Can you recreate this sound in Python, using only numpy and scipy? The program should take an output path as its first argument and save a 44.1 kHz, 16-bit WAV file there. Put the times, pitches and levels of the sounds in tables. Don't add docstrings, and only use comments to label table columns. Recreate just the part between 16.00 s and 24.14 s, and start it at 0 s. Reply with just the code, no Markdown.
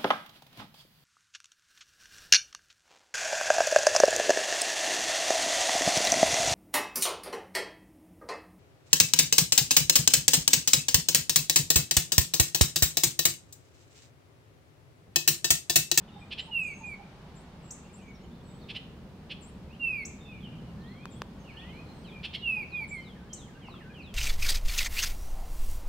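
import sys
import numpy as np
from scipy import signal
from scipy.fft import rfft, irfft, next_fast_len
from scipy.io import wavfile
from scipy.ndimage import uniform_filter1d, map_coordinates

SR = 44100
rng = np.random.default_rng(int(sys.argv[2]) if len(sys.argv) > 2 else 0)


def unload_audio(sound):
    columns = np.transpose(np.atleast_2d(sound))
    steps = np.round(np.clip(columns, -1, 1) * 32767)
    wavfile.write(sys.argv[1], SR, steps.astype(np.int16))


N = 358974
T = np.arange(N) / SR
TOP_HZ = 15750

# frequency in Hz, relative level in dB per Hz.
ROAD_SPECTRUM = [(60, -30), (100, -8.5), (135, -1), (190, 0.5), (235, -4.5), (300, -10.5), (400, -11.5),
                 (600, -19), (1200, -64)]
RUMBLE_SPECTRUM = [(10, -19.5), (22, -12.5), (40, -7.5), (56, -3), (75, -0.5), (100, -8), (150, -25.5),
                   (400, -50.5)]
DRONE_SPECTRUM = [(70, -22), (120, -1), (180, 0.5), (240, -6), (330, -24), (1500, -90)]
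AIR_SPECTRUM = [(300, -11), (500, -2.5), (800, 1), (1200, -3.5), (1800, -8.5), (3000, -11), (4500, -15),
                (6500, -22.5), (10000, -30), (15000, -42.5)]
# frequency in Hz, left-right likeness from 0 to 1.
STEREO_LIKENESS = [(60, 0.91), (150, 0.99), (380, 0.93), (950, 0.61), (2380, 0.11), (5980, 0.05),
                   (15000, 0.17)]
TRAFFIC_DB, BUILD_DB, BUILD_S = -48, 4, 2.9
PASS_S, PASS_SPREAD_S, PASS_DB = 4.63, .29, -45.3

# delay in seconds, left level in dB, right level in dB, both before a source's own echo level.
WALL_ECHOES = [(.0045, -25.5, -23.5), (.0125, -6.5, -9.5), (.028, -18.5, -17.5), (.046, -28.5, -26)]
# frequency in Hz, time to fall 60 dB in seconds.
YARD_DECAY = [(500, 0.15), (2500, 0.61), (7000, 0.46), (14000, 0.36)]

# start in seconds, end in seconds, centre pitch in Hz, level in dB.
TWITTER_BOUTS = [(0, .25, 3400, -71), (.58, .75, 8100, -66), (1.65, 2.25, 2550, -70),
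                 (1.95, 2.2, 6200, -73), (2.15, 2.65, 3800, -72), (4.3, 4.7, 2797, -67.5),
                 (4.78, 5.2, 3390, -69), (5.53, 5.72, 2950, -62), (7.55, 8.1, 2650, -65)]
STROKES_PER_S, STROKE_S, STROKE_SPREAD_DB = 24, .035, 1.5
STROKE_OCTAVES, STROKE_GLIDE_OCTAVES = .14, .27
# start in seconds, length in seconds, start pitch in Hz, end pitch in Hz, level in dB.
WARBLE_NOTES = [(.1, .11, 3750, 3580, -67), (0.209, .042, 2490, 2360, -56), (1.945, 0.083, 3000, 2420, -68),
                (2.014, 0.14, 2380, 2200, -63), (2.612, .037, 4700, 3470, -62.5),
                (3.69, .07, 2350, 3200, -59), (4.18, .15, 3750, 3426, -63.5), (4.251, .15, 2680, 2250, -55),
                (4.403, .092, 3580, 2650, -56.5), (4.83, 0.056, 3000, 3500, -64),
                (5.436, 0.046, 3080, 2520, -61), (5.464, .059, 3120, 2050, -55),
                (5.566, .045, 2800, 3610, -52), (5.61, 0.048, 2300, 3400, -54.5),
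                (5.667, .04, 2500, 3200, -59), (6.039, 0.064, 3400, 2150, -55),
                (6.108, .1, 2500, 2350, -55.5)]
# start in seconds, length in seconds, middle pitch in Hz, level in dB.
THIN_NOTES = [(.17, .094, 7800, -75), (.53, 0.091, 11200, -69), (.585, 0.14, 7700, -64),
              (.623, .23, 6440, -61.5), (1.625, .16, 7500, -66.5), (2.436, .15, 7760, -70.5),
              (4.88, 0.316, 3240, -72), (5.38, .074, 6380, -72), (5.45, .2, 4320, -74),
              (5.72, .09, 4110, -67), (5.839, .13, 4100, -63.5), (5.93, .14, 8300, -77)]
THIN_SAG = .035
# start in seconds, pitch in Hz, level in dB.
HOOTS = [(.155, 825, -51.5), (.47, 903, -53), (.80, 894, -53.5), (.85, 802, -58), (.98, 806, -52),
         (6.56, 853, -53), (6.80, 873, -51.5)]
# start in seconds, end pitch in Hz, level in dB.
PHRASE_FALLS = [(6.965, 2980, -63), (7.291, 2900, -60.5), (7.612, 2420, -55.5), (7.937, 2330, -53)]
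FALL_S, FALL_START_HZ = .095, 3267
# seconds into the phrase, pitch in Hz, relative level in dB.
PHRASE_SCOOP = [(.18, 2403, -9), (.205, 1750, -3), (.24, 1480, -11), (.28, 1560, -5.5), (.325, 1796, -9)]
# seconds after the start, pitch in Hz, relative level in dB.
SLUR_SHAPE = [(0, 6700, -21), (.025, 4867, -17), (.055, 4016, -6.5), (.11, 3280, -4), (.15, 2990, -15)]
SLUR_START_S, SLUR_PERIOD_S, SLUR_DB = 6.009, .329, -55.3
# start in seconds, level in dB.
RISES = [(4.765, -61.5), (5.53, -58.5)]
# seconds after the start, pitch in Hz, relative level in dB.
RISE_SHAPE = [(0, 1688, -9), (.11, 1890, 0.5), (.19, 2150, -2.5), (.26, 2480, 3.5), (.305, 2560, -3)]

# start in seconds, pitch in Hz, level in dB.
TAPS = [(7.684, 950, -37), (7.741, 1230, -40)]
# start in seconds, level in dB.
TICKS = [(5.0556, -24), (5.2192, -18.5)]
# frequency in Hz, relative level in dB, time to fall 60 dB in seconds.
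TICK_MODES = [(400, -16, 0.016), (1110, -4.5, 0.0074), (1590, -4.5, 0.0039), (2470, -7, 0.0035),
              (4560, -12, 0.004)]

# start in seconds, level in dB.
CHIPS = [(1.706, -39.5), (4.05, -39.5), (7.329, -38.5)]
# seconds after the start, pitch in Hz, relative level in dB.
CHIP_SHAPE = [(0, 5120, -11), (.003, 6010, -2.5), (.005, 6800, 1.5), (.008, 7870, -4), (.010, 8200, -4.5),
              (.012, 8530, -28)]
# seconds at the dip, level in dB, length as a share of the full shape.
BEGS = [(.41, -60.5, 1), (.87, -59, 0.72), (1.369, -61, 0.77), (1.946, -56.5, 0.68), (3.434, -55.5, 1),
        (5.125, -59.5, 1), (6.90, -53.5, 1)]
# seconds from the dip, pitch in Hz, relative level in dB.
BEG_SHAPE = [(-.028, 10500, -20), (-.018, 8320, -11), (-.007, 7390, -2.5), (.004, 7200, -2),
             (.03, 7900, -7.5), (.055, 8760, -11.5), (.075, 10050, -20)]

# seconds at the top of the arch, reference pitch in Hz, level in dB.
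CHATTER_NOTES = [(.331, 928, -33.5), (.399, 1065, -32.5), (2.710, 925, -36), (2.768, 1082, -35),
                 (3.320, 914, -35.7), (6.255, 944, -32.5), (6.355, 1156, -32)]
# seconds from the top, ratio to the reference pitch, relative level in dB.
CHATTER_ARCH = [(-.026, .42, -27.5), (-.016, .52, -12), (-.009, .70, -8), (-.003, 0.91, -3.5),
                (0, 0.96, -3.5), (.003, .96, -4.5), (.008, .72, -11), (0.013, .55, -34)]
# frequency in Hz, gain in dB.
THROAT_RESONANCE = [(900, -41), (1500, -18), (2000, -9), (2900, 6), (3400, 0), (4200, -6), (5300, -15.5),
                    (6300, -32.5), (10000, -34), (15000, -42)]

# start in seconds, length in seconds, pitch in Hz at the start, a third,
# two thirds and the end (before scoop and hook), scoop as a share of pitch, hook as a share of pitch,
# peak level in dB, attack in seconds, fade after the peak in dB.
WHISTLES = [(.505, 0.24, 3030, 2660, 2435, 2150, .05, 0.018, -28.5, 0.058, 18),
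            (.826, 0.13, 2500, 2435, 2330, 2190, .03, .05, -42.5, 0.017, 1),
            (3.79, .26, 2850, 2638, 2380, 2090, .03, 0, -29.2, 0.051, 13.3),
            (6.414, 0.23, 3126, 2659, 2485, 2250, .13, .1, -28.5, .066, 12.6),
            (6.713, .142, 2515, 2446, 2360, 2175, .03, 0.084, -35, 0.041, 4.5),
            (6.902, .11, 2600, 2285, 2120, 2154, .24, 0.036, -40, 0.017, 4.2)]
# multiple of the fundamental, relative level in dB before the beak's colour.
WHISTLE_OVERTONES = [(2, -34), (3, -40.5), (4, -37.5), (5, -38.5), (6, -39)]
# frequency in Hz, gain in dB.
BEAK_COLOUR = [(4000, 13), (4500, 5), (5000, -3.5), (5700, -16), (7500, -6), (9000, -5.5), (10500, -0.5),
               (15000, -11)]
SCOOP_S, HOOK_S = .011, .005
ONSET_DB, RELEASE_DB = 23.5, 10
ATTACK_CURVE = 1.48


def amp(db):
    return 10 ** (np.asarray(db) / 20)


def unit(x):
    return x / np.sqrt(np.mean(x ** 2) + 1e-20)


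def along(points, hz):
    f, v = np.transpose(points)
    return np.interp(np.log(hz + 1), np.log(f + 1), v)


def wobble(rate, size=N):
    knots = rng.standard_normal(int(size * rate / SR) + 4)
    return map_coordinates(knots, [np.arange(size) * rate / SR])


def filtered(x, response):
    m = next_fast_len(N + SR // 2)
    return irfft(rfft(x, m) * response(np.fft.rfftfreq(m, 1 / SR)), m)[..., :N]


def add(track, s, sound):
    part = track[max(round(s * SR), 0):][:len(sound)]
    part += sound[:len(part)]


def gesture(rows, jitter):
    s, hz, db = np.transpose(rows)
    t = np.arange(s[0], max(s[-1], s[0] + .005), 1 / SR)
    smooth = uniform_filter1d(np.interp(t, s, hz), len(t) // 10 + 1, mode="nearest")
    pitch = smooth * (1 + jitter * wobble(341.7, len(t)))
    phase = 2 * np.pi * np.cumsum(pitch) / SR
    edges = signal.windows.tukey(len(t), .1)
    return pitch, phase, np.sqrt(2) * edges * amp(np.interp(t, s, db))


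def tones(notes, jitter, overtones=()):
    out = np.zeros(N)
    for rows in notes:
        _, phase, gain = gesture(rows, jitter)
        upper = sum(amp(db) * np.sin(k * phase) for k, db in overtones)
        add(out, rows[0][0], gain * (np.sin(phase) + upper))
    return out


def repeated(shape, events):
    return [[(s + dt, hz, db + rel) for dt, hz, rel in shape] for s, db in events]


def series(start_s, period_s, db, count):
    return [(start_s + k * period_s, db) for k in range(count)]


def arc(s, length, pitches, db, fade_db):
    u = np.linspace(-1, 1, 9)
    bend = np.polyval(np.polyfit([-1, 0, 1], pitches, 2), u)
    return np.transpose([s + length * (u + 1) / 2, bend, db - fade_db * u ** 2])


def glide(s, length, start_hz, end_hz, db, fade_db):
    return arc(s, length, [start_hz, np.sqrt(start_hz * end_hz), end_hz], db, fade_db)


def yard(x, pan_db, wall_db, tail_db):
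    hz, t, z = signal.stft(rng.standard_normal((2, SR * 2 // 3)), SR, nperseg=256)
    decay = amp(-60 * t / along(YARD_DECAY, hz)[:, None])
    tail = signal.istft(z * decay, SR, nperseg=256)[1]
    response = amp(tail_db) * tail / np.linalg.norm(tail[0])
    response[:, 0] += amp([pan_db / 2, -pan_db / 2])
    for delay, left_db, right_db in WALL_ECHOES:
        response[:, round(delay * SR)] += amp(wall_db) * amp([left_db, right_db])
    return signal.fftconvolve(x[None], response, axes=1)[:, :N]


def scattered(x, scatter_db, t60):
    t = np.arange(SR // 8) / SR
    spray = amp(-60 * t / t60) * rng.standard_normal((2, len(t)))
    smear = signal.fftconvolve(x, spray / np.linalg.norm(spray[0]), axes=1)[:, :N]
    return x + amp(scatter_db) * smear


def rush(spectrum):
    def mid_side_response(hz):
        turn = np.arccos(np.clip(along(STEREO_LIKENESS, hz), -1, 1)) / 2
        return amp(along(spectrum, hz)) * [np.cos(turn), np.sin(turn)]

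    mid, side = filtered(rng.standard_normal((2, N)), mid_side_response)
    return unit(np.array([mid + side, mid - side]))


def background(rumble_db=-52.8, air_db=-57.5, drift_db=0.93, surge_db=0.76):
    swell = surge_db * wobble(8) - BUILD_DB * np.clip(1 - T / BUILD_S, 0, 1)
    traffic = amp(TRAFFIC_DB + swell) * rush(ROAD_SPECTRUM)
    rumble = amp(rumble_db + swell) * rush(RUMBLE_SPECTRUM)
    passing = np.exp(-((T - PASS_S) / PASS_SPREAD_S) ** 2 / 2)
    vehicle = amp(PASS_DB) * passing * rush(DRONE_SPECTRUM)
    air = amp(air_db + drift_db * wobble(2.98)) * rush(AIR_SPECTRUM)
    return traffic + rumble + vehicle + air


def twitter(fade_db=9):
    notes = []
    for start, stop, centre_hz, db in TWITTER_BOUTS:
        times = np.arange(start, stop, 1 / STROKES_PER_S)
        for s, (when, pitch, slope, size) in zip(times, rng.standard_normal((len(times), 4))):
            hz = centre_hz * 2 ** (STROKE_OCTAVES * pitch)
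            bend = 2 ** (STROKE_GLIDE_OCTAVES * slope / 2)
            onset = s + when / STROKES_PER_S / 2
            notes.append(glide(onset, STROKE_S, hz / bend, hz * bend, db + STROKE_SPREAD_DB * size, fade_db))
    return notes


def far_birds(fade_db=10, hoot_length=0.042, flutter_db=2.8):
    notes = [glide(*row, fade_db) for row in WARBLE_NOTES] + twitter()
    notes += [glide(s, FALL_S, FALL_START_HZ, end_hz, db, fade_db) for s, end_hz, db in PHRASE_FALLS]
    notes += repeated(PHRASE_SCOOP, [(s, db) for s, _, db in PHRASE_FALLS[:-1]])
    thin = []
    for s, length, hz, db in THIN_NOTES:
        end_hz = hz * (1 + THIN_SAG)
        thin.append(arc(s, length, [end_hz, hz, end_hz], db, fade_db))
    hoots = [arc(s, hoot_length, [hz, hz, hz], db, fade_db) for s, hz, db in HOOTS]
    song = tones(notes, jitter=.016) + tones(thin, jitter=.011) + tones(hoots, jitter=0.029)
    song *= amp(flutter_db * wobble(90))
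    slurs = tones(repeated(SLUR_SHAPE, series(SLUR_START_S, SLUR_PERIOD_S, SLUR_DB, count=7)), jitter=.004)
    rises = tones(repeated(RISE_SHAPE, RISES), jitter=.003)
    return (yard(song, pan_db=-3, wall_db=-6.5, tail_db=-1.5)
            + yard(slurs, pan_db=2.0, wall_db=0.5, tail_db=-6.5)
            + yard(rises, pan_db=-2, wall_db=-9, tail_db=-4.5))


def taps(t60=0.015, rough=0.98):
    out, t = np.zeros(N), np.arange(SR // 10) / SR
    for s, hz, db in TAPS:
        ring = np.sin(2 * np.pi * hz * t) * (1 + rough * wobble(760, len(t)))
        attack = 1 - np.exp(-t / 0.00092)
        add(out, s, amp(db - 60 * t / t60) * ring * attack)
    return yard(out, pan_db=0, wall_db=-6, tail_db=-1)


def ticks(crack_db=-14, crack_t60=0.0089, dull_hz=6000):
    out, t = np.zeros((2, N)), np.arange(SR // 20) / SR
    attack = 1 - np.exp(-t / 0.000067)
    for s, db in TICKS:
        for channel in out:
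            ring = np.zeros(len(t))
            for hz, level, t60 in TICK_MODES:
                ring += amp(level - 60 * t / t60) * np.sin(2 * np.pi * hz * t + rng.normal(0, 1))
            crack = amp(crack_db - 60 * t / crack_t60) * rng.standard_normal(len(t))
            add(channel, s, amp(db) * (ring + crack) * attack)
    return filtered(out, lambda hz: 1 / (1 + 1j * hz / dull_hz - (hz / dull_hz) ** 2))


def high_calls():
    chips = tones(repeated(CHIP_SHAPE, CHIPS), jitter=0.027, overtones=[(1.9, -26.0)])
    chips = scattered(yard(chips, pan_db=2.0, wall_db=-2, tail_db=-4), scatter_db=-2.0, t60=0.077)
    beg_notes = [[(s + stretch * dt, hz, db + rel) for dt, hz, rel in BEG_SHAPE] for s, db, stretch in BEGS]
    begs = tones(beg_notes, jitter=0.0054)
    return chips + yard(begs, pan_db=9.0, wall_db=-12, tail_db=-6.0)


def chatter(jitter=0.0091, rasp=0.33):
    out = np.zeros(N)
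    for s, top_hz, db in CHATTER_NOTES:
        rows = [(s + dt, top_hz * ratio, db + rel) for dt, ratio, rel in CHATTER_ARCH]
        pitch, phase, gain = gesture(rows, jitter)
        stack = np.zeros(len(phase))
        for k in range(2, 14):
            harmonic = np.sin(k * phase + rng.uniform(0, 2 * np.pi))
            roughness = 1 + rasp * wobble(732, len(phase))
            stack += amp(along(THROAT_RESONANCE, k * pitch)) * harmonic * roughness
        add(out, rows[0][0], gain * unit(stack))
    return yard(out, pan_db=-2.5, wall_db=-2.5, tail_db=-9.5)


def whistle(s, length, start_hz, early_hz, late_hz, end_hz, scoop, hook, db, attack_s, fade_db):
    t = np.linspace(0, length, 100)
    thirds = np.linspace(0, length, 4)
    sink = np.polyval(np.polyfit(thirds, [start_hz, early_hz, late_hz, end_hz], 3), t)
    ending = np.exp((t - length) / HOOK_S)
    pitch = sink * (1 - scoop * np.exp(-t / SCOOP_S) - hook * ending)
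    onset = np.interp(t, [0, attack_s], [1, 0]) ** ATTACK_CURVE
    fade = np.interp(t, [attack_s, length], [0, 1])
    return np.transpose([s + t, pitch, db - ONSET_DB * onset - fade_db * fade - RELEASE_DB * ending])


def whistles(jitter=0.0042, late_db=12):
    out = np.zeros(N)
    for s, *note in WHISTLES:
        pitch, phase, gain = gesture(whistle(s, *note), jitter)
        overtones = np.zeros(len(phase))
        for k, db in WHISTLE_OVERTONES:
            overtones += amp(db + along(BEAK_COLOUR, k * pitch)) * np.sin(round(k) * phase)
        brighten = amp(late_db * np.linspace(-.5, .5, len(phase)))
        add(out, s, gain * (np.sin(phase) + brighten * overtones))
    return yard(out, pan_db=-5.0, wall_db=-1, tail_db=-11.0)


def scene():
    return background() + far_birds() + taps() + ticks() + high_calls() + chatter() + whistles()


def record(dry):
    return filtered(dry, lambda hz: hz < TOP_HZ)


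dry = scene()
out = record(dry)
unload_audio(out)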